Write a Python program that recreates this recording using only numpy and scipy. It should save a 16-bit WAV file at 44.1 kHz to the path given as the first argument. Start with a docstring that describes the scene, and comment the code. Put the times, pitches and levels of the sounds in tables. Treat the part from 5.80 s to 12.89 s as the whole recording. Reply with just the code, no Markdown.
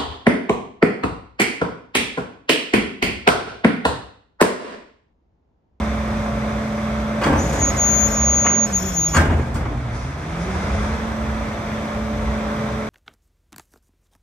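"""A six-cylinder diesel refuse truck idles fast in an open lot, a few metres from the listener.
Its cylinders knock, its exhaust drums the panels and a hydraulic pump hums on the crank. The packer
blade clunks off, squeals in stick-slip along its slides and bangs at the stop, ringing the hopper.
The engine sags to low idle, then revs up again with a hiss of air."""
import sys
import numpy as np
from scipy import signal
from scipy.fft import rfft, irfft, next_fast_len
from scipy.io import wavfile
from scipy.ndimage import uniform_filter1d

SR = 44100
rng = np.random.default_rng(int(sys.argv[2]) if len(sys.argv) > 2 else 0)


def master_out(mix):
    """Clip the mix to full scale and print it as 16-bit PCM to the path in sys.argv[1]."""
    frames = np.transpose(np.atleast_2d(mix))
    ceiling = np.clip(frames, -1, 1)
    pcm = np.round(ceiling * 32767).astype(np.int16)
    wavfile.write(sys.argv[1], SR, pcm)


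N = 312669

WORKING_HZ = 21.6  # crank turns per second at fast idle
# engine revs: time_s, crank_hz
SPEED = [(0, 21.66), (1.45, 21.66), (1.75, 20.9), (2.3, 21.62), (2.82, 21.8), (3.1, 18.2), (3.3, 15.5),
         (3.5, 13.6), (3.75, 12.2), (4.15, 12.2), (4.35, 13.8), (4.8, 19.6), (5.12, 22.1), (5.35, 21.95),
         (5.7, 21.68), (7.09, 21.62)]
# the blade's travel: start_s, end_s
STROKE = (1.59, 3.36)


def undb(db):
    return 10 ** (np.asarray(db) / 20)


def unit(x):
    return x / np.sqrt(np.mean(x ** 2))


def curves(table):
    """Columns of a time table at every sample."""
    s, *columns = np.transpose(table)
    return [np.interp(np.arange(N) / SR, s, c) for c in columns]


def held(start, end, db, end_db, rise_db_s, fall_db_s):
    """Envelope in dB: climbs until start, glides from db to end_db, falls after end."""
    t = np.arange(N) / SR
    hold_db = np.interp(t, [start, end], [db, end_db])
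    return hold_db - rise_db_s * np.clip(start - t, 0, None) - fall_db_s * np.clip(t - end, 0, None)


def on_hz(points, size):
    """A frequency table at every FFT bin, interpolated on a log axis."""
    hz, value = np.transpose(points)
    return np.interp(np.log(np.arange(size // 2 + 1) * SR / size + 1), np.log(hz), value)


def colour(x, points):
    """Equalise by a curve that falls away past its ends; rms 1."""
    (lo_hz, lo_db), (hi_hz, hi_db) = points[0], points[-1]
    closed = [(lo_hz / 16, lo_db - 120)] + list(points) + [(hi_hz * 16, hi_db - 120)]
    size = next_fast_len(N)
    return unit(irfft(rfft(x, size) * undb(on_hz(closed, size)), size)[:N])


def walk(rate_hz):
    """Smooth random drift with a spread near 1."""
    hold = int(SR / rate_hz)
    steps = np.repeat(rng.standard_normal(N // hold + 1), hold)
    return 1.63 * uniform_filter1d(uniform_filter1d(steps, hold), hold)[:N]


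def sine(turns):
    """Sine of rms 1 with a random starting phase."""
    return np.sqrt(2) * np.sin(2 * np.pi * (turns + rng.random()))


def ring(x, modes):
    """Decaying modes driven by x."""
    out = 0
    for hz, db, t60 in modes:
        pole = np.exp(2j * np.pi * hz / SR - np.log(1000) / (t60 * SR))
        out = out + undb(db) * np.sqrt(1 - abs(pole)) * 2 * signal.lfilter([1], [1, -pole], x).imag
    return out / np.sqrt(len(modes))


def pump_hum(turns, unrest, hum_db, octave_db):
    """The hydraulic pump's teeth hum; unloaded, its drive slips to and fro and the hum flutters."""
    teeth = 10
    slack = 0.2 * unrest * walk(13)
    return sum(undb(db - 5.55 * k * unrest * abs(walk(40))) * sine(k * (teeth * turns + slack))
               for k, db in ((1, hum_db), (2, octave_db)))


def firing_tones(turns, crank_hz, fuel_db):
    """Two unequal exhaust groups drone; the casing carries them best near working speed."""
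    # engine orders: crank_multiple, level_db
    orders = [(2.5, -42.5), (6, -36.5), (7.5, -65), (9, -54), (12, -54.5), (13, -74), (13.5, -48.5),
              (14.5, -69), (23, -75), (24, -47.5), (25.5, -43.5), (26, -42.5), (27, -35.5), (28.5, -52),
              (30, -64), (31.5, -50.5), (34, -54), (40, -50), (48, -49), (51, -53), (52, -48), (54, -48),
              (56, -49.5)]
    tones = sum(undb(db + 1.46 * walk(9)) * sine(k * turns) for k, db in orders)
    return tones * undb(fuel_db) / (1 + ((crank_hz - WORKING_HZ) / 6.6) ** 2)


def diesel_knock(turns, clatter_db):
    """Three firings a turn pulse a noise that clatters in the block and rattles the engine cover."""
    # knock of each cylinder: level_db
    cylinders_db = [6, -7, -6, 0.5, -20, -8]
    # clatter spectrum: freq_hz, level_db
    clatter_eq = [(90, -4.5), (180, -8.5), (300, -13), (390, -17), (600, -15.5), (800, -14), (1150, -17),
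                  (1500, -17.5), (1800, -21.5), (2250, -20.5), (2940, -33), (3500, -29.5), (4500, -37.5),
                  (9000, -46)]
    # modes of the block and the cover: pitch_hz, level_db, t60_s
    block_modes = [(725, 18, 0.021), (1046, -10, 0.1), (2157, 3.5, 0.073), (3490, -2.5, 0.042)]
    cover_modes = [(1136, 11, 0.27), (1088, 17, 0.28), (1330, -10, 0.038), (1365, 19, 0.067)]
    # cover rattle: time_s, level_db
    cover_envelope = [(0, -45), (1.4, -49), (1.8, -63), (4.5, -51), (5.3, -51.5), (7.09, -46)]
    firing, phase = np.divmod(3 * turns, 1)
    firing = firing.astype(int)
    knock_db = np.array(cylinders_db)[firing % 6] + 2.0 * rng.standard_normal(600)[firing]
    pulse = 1 + 0.23 * undb(knock_db) * np.exp(-phase / 0.18)
    shake = pulse * rng.standard_normal(N)
    clatter = colour(shake, clatter_eq) + 0.19 * unit(ring(shake, block_modes))
    cover = unit(ring(shake, cover_modes)) * undb(curves(cover_envelope)[0])
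    return clatter * undb(clatter_db + 0.43 * walk(7)) + cover


def exhaust_drum(turns, fuel_db, drum_db):
    """The exhaust throbs at the firing rate over drumming panels, swelling and sinking irregularly."""
    beat = undb(2.9 * walk(11) + 0.85 * fuel_db) * sine(3 * turns)
    panels = colour(rng.standard_normal(N), [(40, -10), (55, 6.5), (75, 3.0), (95, -3.5)])
    return (0.59 * beat + 0.66 * panels) * undb(drum_db + 1.5 * walk(5.165))


def engine():
    """One crank drives pump, drone, knock and exhaust; the governor hunts at low fuel or low revs."""
    # throttle, and the pump's overtone: time_s, fuel_db, pump_octave_db
    fuelling = [(0, -1, -48), (2.82, 0.5, -40.5), (2.97, -10, -32), (3.05, -18.5, -32.5), (3.3, -18, -33),
                (4.1, -12.5, -35.5), (4.8, -8, -32.5), (5.7, -4, -43.5), (7.09, -1, -34.5)]
    # levels of pump hum, clatter and exhaust rumble: time_s, pump_db, clatter_db, drum_db
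    levels = [(0, -26, -28.5, -30), (1.42, -25.5, -29, -31), (1.58, -34, -29, -25),
              (1.9, -33.5, -24.5, -23), (2.05, -28.5, -25.5, -28), (2.3, -24.5, -25.5, -23),
              (2.55, -30, -26, -27), (2.8, -24, -30, -30.5), (3.3, -25, -32, -26.5), (3.9, -25, -36, -27),
              (4.15, -24.5, -32, -29), (4.35, -29.5, -32.5, -25), (4.68, -25.5, -28, -28.5),
              (4.88, -24.5, -26.5, -17.5), (5.35, -27.5, -30, -27.5), (5.8, -29.5, -29, -32),
              (6.2, -27, -29.5, -30), (6.42, -26.5, -29.5, -24), (6.7, -25, -29, -36),
              (7.09, -30.5, -29, -28)]
    crank_hz = curves(SPEED)[0]
    fuel_db, octave_db = curves(fuelling)
    pump_db, clatter_db, drum_db = curves(levels)
    unrest = np.clip(np.maximum(-fuel_db / 10, (WORKING_HZ - crank_hz) / 1.55), .04, 1)
    turns = np.cumsum(crank_hz * (1 + 0.014 * unrest ** 2 * walk(25.016))) / SR
    return (pump_hum(turns, unrest, pump_db, octave_db) + firing_tones(turns, crank_hz, fuel_db)
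            + diesel_knock(turns, clatter_db) + exhaust_drum(turns, fuel_db, drum_db))


def oil_and_steel_hiss():
    """Oil hisses with engine speed; sliding steel adds to it along the stroke."""
    # hiss spectrum: freq_hz, level_db
    hiss_eq = [(2500, 5), (3500, -1), (4600, -1), (6000, 8), (7600, -10), (9000, 0.5), (11800, -4.5),
               (13000, -11), (15500, -23)]
    oil = undb(-52) * (curves(SPEED)[0] / WORKING_HZ) ** 1.7
    steel = undb(held(*STROKE, -41.5, -41.5, rise_db_s=150, fall_db_s=150))
    return colour(rng.standard_normal(N), hiss_eq) * np.hypot(oil, steel) * undb(0.27 * walk(5.17))


def blade_blows():
    """Each blow rattles for a moment, rings the hopper and leaves a dying spray of noise."""
    # hits: start_s, rattle_s, tail_t60_s, boom_db, panel_db, clank_db, plate_db, tick_db, ping_db
    hits = [(1.414, 0.013, 0.3, -52, -21, -23, -30, -40, -53),
            (1.435, 0.014, 0.35, -49, -27, -25, -43, -36, -28.5),
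            (1.457, 0.043, 0.64, -35, -15, -30, -34, -45, -48),
            (1.513, 0.043, 1, -26, -25, -30, -50, -50, -48),
            (1.571, 0.034, 1, -27, -30, -50, -60, -52, -60),
            (1.724, 0.02, 0.66, -31, -23.5, -38, -50, -38, -50),
            (1.783, 0.021, 0.21, -30, -33.5, -37, -50, -48, -65),
            (2.644, 0.024, 0.63, -56, -25.5, -23.5, -31, -59, -60),
            (2.665, 0.0029, .05, -55, -33, -26, -44, -54, -60),
            (2.687, 0.019, 0.54, -56, -29, -34, -50, -60, -60),
            (2.725, 0.012, 0.53, -56, -32, -45, -50, -60, -60),
            (3.331, 0.011, 0.42, -50, -27, -29, -31, -60, -60),
            (3.346, 0.014, 0.57, -41, -15.5, -18, -21, -29, -30),
            (3.366, 0.0071, 0.39, -21.5, -36, -21, -13, -31, -26),
            (3.379, 0.0156, 1, -22, -20.5, -33, -27, -51, -48),
            (3.477, 0.029, 0.56, -25, -36, -39, -48, -58, -65),
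            (3.499, 0.03, 0.55, -21.5, -36, -41, -50, -60, -65),
            (3.54, 0.13, .98, -21, -31.5, -44, -44, -53, -65),
            (3.74, 0.017, 0.32, -27, -34, -44, -56, -38, -54),
            (3.75, 0.016, 0.47, -45, -29, -34, -55, -52, -60),
            (3.793, 0.018, 0.28, -47, -33.5, -47, -55, -61, -65),
            (3.851, 0.012, 0.14, -36, -25.5, -34, -55, -61, -65),
            (3.88, 0.011, .2, -45, -37, -45, -55, -61, -65),
            (3.908, 0.023, .3, -48, -31.5, -49, -55, -65, -65)]
    # modes of hopper floor, panels, clank, stop plate and small fittings: pitch_hz, level_db, t60_s
    floor_modes = [(66, -13, 1), (80, 0.5, 0.33), (84.8, -13, 0.56)]
    panel_modes = [(147, -27, 0.15), (230.8, 6, 1), (291, 3, 0.76), (339.7, -6, 0.46), (534, -4, 0.44),
                   (680, -8, 0.45), (687, -24, 0.23)]
    clank_modes = [(760, 0, .1), (868, 2.5, 0.14), (940, 4, 0.13), (1030, 6, 0.27), (1134, 8, 0.13),
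                   (1158, 2, 0.083), (1350, -11, .15), (1300, -3, 0.17), (1810, -13, 0.11),
                   (2078, 0, 0.077), (2247, 0, 0.14), (2470, -1, 0.1), (2800, -25, 0.063),
                   (2815, -6, 0.027), (3140, -11, 0.077)]
    plate_modes = [(1540, -5, .12), (1588, 4, 0.33), (1650, -1, .2), (1760, -4, 0.15)]
    ping_modes = [(3270, -2, .06), (3400, -10, .25), (4500, -0.5, .05), (4646, -11.5, .06), (4830, -8, .05),
                  (4950, -7, 0.057), (6200, -11, .03)]
    # spectra of the noise tails: freq_hz, level_db
    tick_eq = [(3000, -20), (4800, -4.5), (6200, -8), (7600, -5.5), (9500, -6), (12000, -15), (15500, -22)]
    panel_eq = [(150, 7.5), (350, 1.0), (600, -2.5), (900, -5.0)]
    clank_eq = [(700, -2.0), (1600, 4.0), (2400, -5.5), (3300, -11.5)]
    tail_scale = np.array([[1], [.7], [.5]])  # treble dies first
    rattles, tails, thumps = np.zeros((4, N)), np.zeros((3, N)), np.zeros(N)
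    for start_s, rattle_s, t60, boom_db, panel_db, clank_db, plate_db, tick_db, ping_db in hits:
        start = int(start_s * SR)
        span = slice(start, start + 2 * SR)
        age = np.arange(min(N - start, 2 * SR)) / SR
        rise = np.clip(age / (0.32 * rattle_s), 0, 1)
        decay = np.log(1000) * np.clip(age - rattle_s, 0, None)
        rattle_gains = undb([panel_db, clank_db, plate_db, ping_db])
        tail_gains = undb([panel_db, clank_db, tick_db])
        rattles[:, span] += rattle_gains[:, None] * rise * np.exp(-decay / 0.008)
        tails[:, span] += tail_gains[:, None] * rise * np.exp(-decay / (t60 * tail_scale))
        rattles[:, start + 40] += 12 * rattle_gains  # the hard first contact
        thumps[start] = 60 * undb(boom_db)
    push = np.hanning(int(0.0036 * SR))  # the heavy floor takes a soft push
    out = ring(np.convolve(thumps, 2 * push / push.sum())[:N], floor_modes)
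    chatter = undb(1.35 * walk(120))  # loose plates make the rest lumpy
    parts = [(panel_modes, .9), (clank_modes, .8), (plate_modes, .8), (ping_modes, 1.6)]
    for rattle, (modes, gain) in zip(rattles, parts):
        out += gain * ring(chatter * rattle * rng.choice([-1., 1.], N), modes)
    for tail, eq in zip(tails, (panel_eq, clank_eq, tick_eq)):
        out += 0.61 * chatter * tail * colour(rng.standard_normal(N), eq)
    return out


def wavering_tone(hz, db, rough_db, waver, octave_db=None):
    """A tone unsteady in pitch and level, with an optional octave."""
    turns = np.cumsum(hz * (1 + waver * walk(150))) / SR
    tone = undb(db) * sine(turns)
    if octave_db is not None:
        tone = tone + undb(octave_db) * sine(2 * turns)
    return tone * undb(rough_db * walk(90))


def slide_squeal():
    """A thin stick-slip squeal runs along the stroke; it swells and sinks in pitch as the slides grip."""
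    # hard grips: full_s, until_s, pitch_hz, level_db, end_db
    grips = [(1.6, 1.63, 6712, -32, -33), (1.83, 1.9, 6668, -17.5, -22), (2.0, 2.265, 6692, -18, -17.5),
             (2.335, 2.43, 6696, -25, -18.5), (2.43, 2.845, 6680, -18, -18), (2.955, 2.985, 6680, -16, -22),
             (3.165, 3.27, 6698, -21, -18), (3.3, 3.33, 6710, -30, -28), (3.34, 3.354, 6700, -24, -25)]
    # brief flickers of the thin squeal, mostly dips: time_s, change_db
    flickers = [(1.683, -19), (1.94, -3), (2.3, 3), (2.9, -12)]
    # the squeal's octave: time_s, level_db
    octave = [(1.59, -59.5), (1.79, -62), (1.83, -54), (1.89, -46), (1.945, -59), (2.005, -39.5),
              (2.25, -41), (2.3, -44), (2.43, -45), (2.83, -51), (2.92, -58), (2.96, -39), (3.03, -45),
              (3.1, -46), (3.2, -39), (3.27, -41), (3.3, -48), (3.345, -41), (3.365, -75)]
    thin_hz, bite_s, slip_db_s = 6712, 1.592, 650
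    t = np.arange(N) / SR
    thin_db = held(*STROKE, -35.5, -35.5, rise_db_s=slip_db_s, fall_db_s=70)
    thin_db -= 13 * (t > STROKE[1])  # steps down as the blade stops
    thin_db += sum(db * np.exp(-((t - s) / 0.0094) ** 2) for s, db in flickers)
    grips_db = [held(start, end, db, end_db, rise_db_s=480, fall_db_s=slip_db_s)
                for start, end, _, db, end_db in grips]
    levels_db = np.array([thin_db] + grips_db)
    db = levels_db.max(axis=0)
    weights = undb(levels_db - db) ** 2  # the loudest pulls the pitch its way
    hz = np.array([thin_hz] + [grip[2] for grip in grips]) @ weights / weights.sum(axis=0)
    db -= 2500 * np.clip(bite_s - t, 0, None)  # abrupt attack
    octave_db = np.where((t > STROKE[0]) & (t < octave[-1][0]), curves(octave)[0], db - 55)
    rough_db = 0.6 + 0.2 * np.clip(-20.5 - db, 0, 20)  # rougher when quiet
    squeal = wavering_tone(hz, db, rough_db, waver=0.0003, octave_db=octave_db)
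    rasp = undb(0.5 * walk(420))
    return squeal * rasp


def faint_tones():
    """Faint, rough tones come and go during the stroke; a last one whistles as the air hiss starts."""
    # tones: start_s, end_s, pitch_hz, level_db
    tones = [(1.583, 1.59, 6160, -40), (1.592, 1.606, 6030, -34), (1.615, 1.665, 6020, -47),
             (1.72, 1.82, 6050, -56), (1.82, 2.02, 5540, -57), (2.02, 2.24, 5460, -49),
             (2.243, 2.462, 5420, -45), (2.45, 2.8, 5020, -52), (2.962, 2.965, 3810, -44),
             (2.988, 2.993, 3780, -44), (2.937, 3.06, 6100, -49), (2.987, 3.27, 5440, -46),
             (3.036, 3.13, 3360, -49), (3.203, 3.274, 3790, -49), (3.21, 3.3, 6030, -52),
             (3.28, 3.31, 5450, -42), (3.27, 3.32, 3330, -50), (3.335, 3.36, 7130, -41),
             (4.13, 4.23, 4460, -60)]
    out = 0
    for start, end, hz, db in tones:
        level_db = held(start, end, db, db, rise_db_s=1200, fall_db_s=1200) + 1.5 * walk(45.36)
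        tone = wavering_tone(hz, level_db, rough_db=1.5, waver=0.002)
        grain = 1 + 0.35 * walk(300)
        out = out + tone * grain
    return out


def air_leak():
    """A valve leaks a fluttering hiss of air as the revs return."""
    # leak envelope: time_s, level_db
    envelope = [(4.08, -63), (4.15, -48), (4.3, -57), (4.66, -50), (5.16, -53.5), (5.22, -79)]
    # leak spectrum: freq_hz, level_db
    air_eq = [(3000, -22), (4500, 5), (5500, 10), (7000, 4), (8000, -10), (9400, 9.5), (12000, -52)]
    return colour(rng.standard_normal(N), air_eq) * undb(curves(envelope)[0] + 1.4 * walk(34))


def scene():
    """Ground and parked trucks scatter the sound into stereo; the squeal beams straight but wanders."""
    # scatter in the side channel: freq_hz, level_db
    scatter_eq = [(100, -23), (300, -17), (700, -7), (1500, -1), (2600, -5.5), (4500, -2), (6000, 0.5),
                  (7500, -2), (9500, -9), (11000, -80), (15000, -25)]
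    # phase by which the right channel leads: freq_hz, lead_rad
    right_lead = [(100, -0.12), (600, 0.057), (1500, -0.064), (3000, -0.86), (5000, -1.3), (7300, -0.93),
                  (8300, 0.049)]
    echo_t60_s, treble_lag_s = 0.23, 0.00026
    size = next_fast_len(N + SR)
    squeal = slide_squeal() + faint_tones()
    pan = np.tanh(0.25 * walk(8.13))
    mid, side = rfft(squeal, size), rfft(squeal * pan, size)
    echo_decay = np.exp(-np.log(1000) * np.arange(SR // 4) / SR / echo_t60_s)
    scatter = undb(on_hz(scatter_eq, size) + 0.1)
    for sound in (engine(), oil_and_steel_hiss() + air_leak(), blade_blows()):
        echo = unit(rng.standard_normal(SR // 4) * echo_decay) / np.sqrt(SR // 4)
        spectrum = rfft(sound, size)
        mid += spectrum
        side += spectrum * rfft(echo, size) * scatter
    # the top treble reaches the left channel later
    above_hz = np.clip(np.arange(len(mid)) * SR / size - right_lead[-1][0], 0, None)
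    lead = np.exp(.5j * (on_hz(right_lead, size) + 2 * np.pi * treble_lag_s * above_hz))
    return irfft(np.array([(mid + side) / lead, (mid - side) * lead]), size)[:, :N]


def record(dry):
    """The microphone cuts the deepest bass, rounds the loudest peaks and cuts the top."""
    low_cut = signal.butter(3, 38, "high", fs=SR, output="sos")
    high_cut = signal.ellip(12, .2, 80, 15900, fs=SR, output="sos")
    return signal.sosfilt(high_cut, np.tanh(signal.sosfilt(low_cut, dry)))


dry = scene()
out = record(dry)
master_out(out)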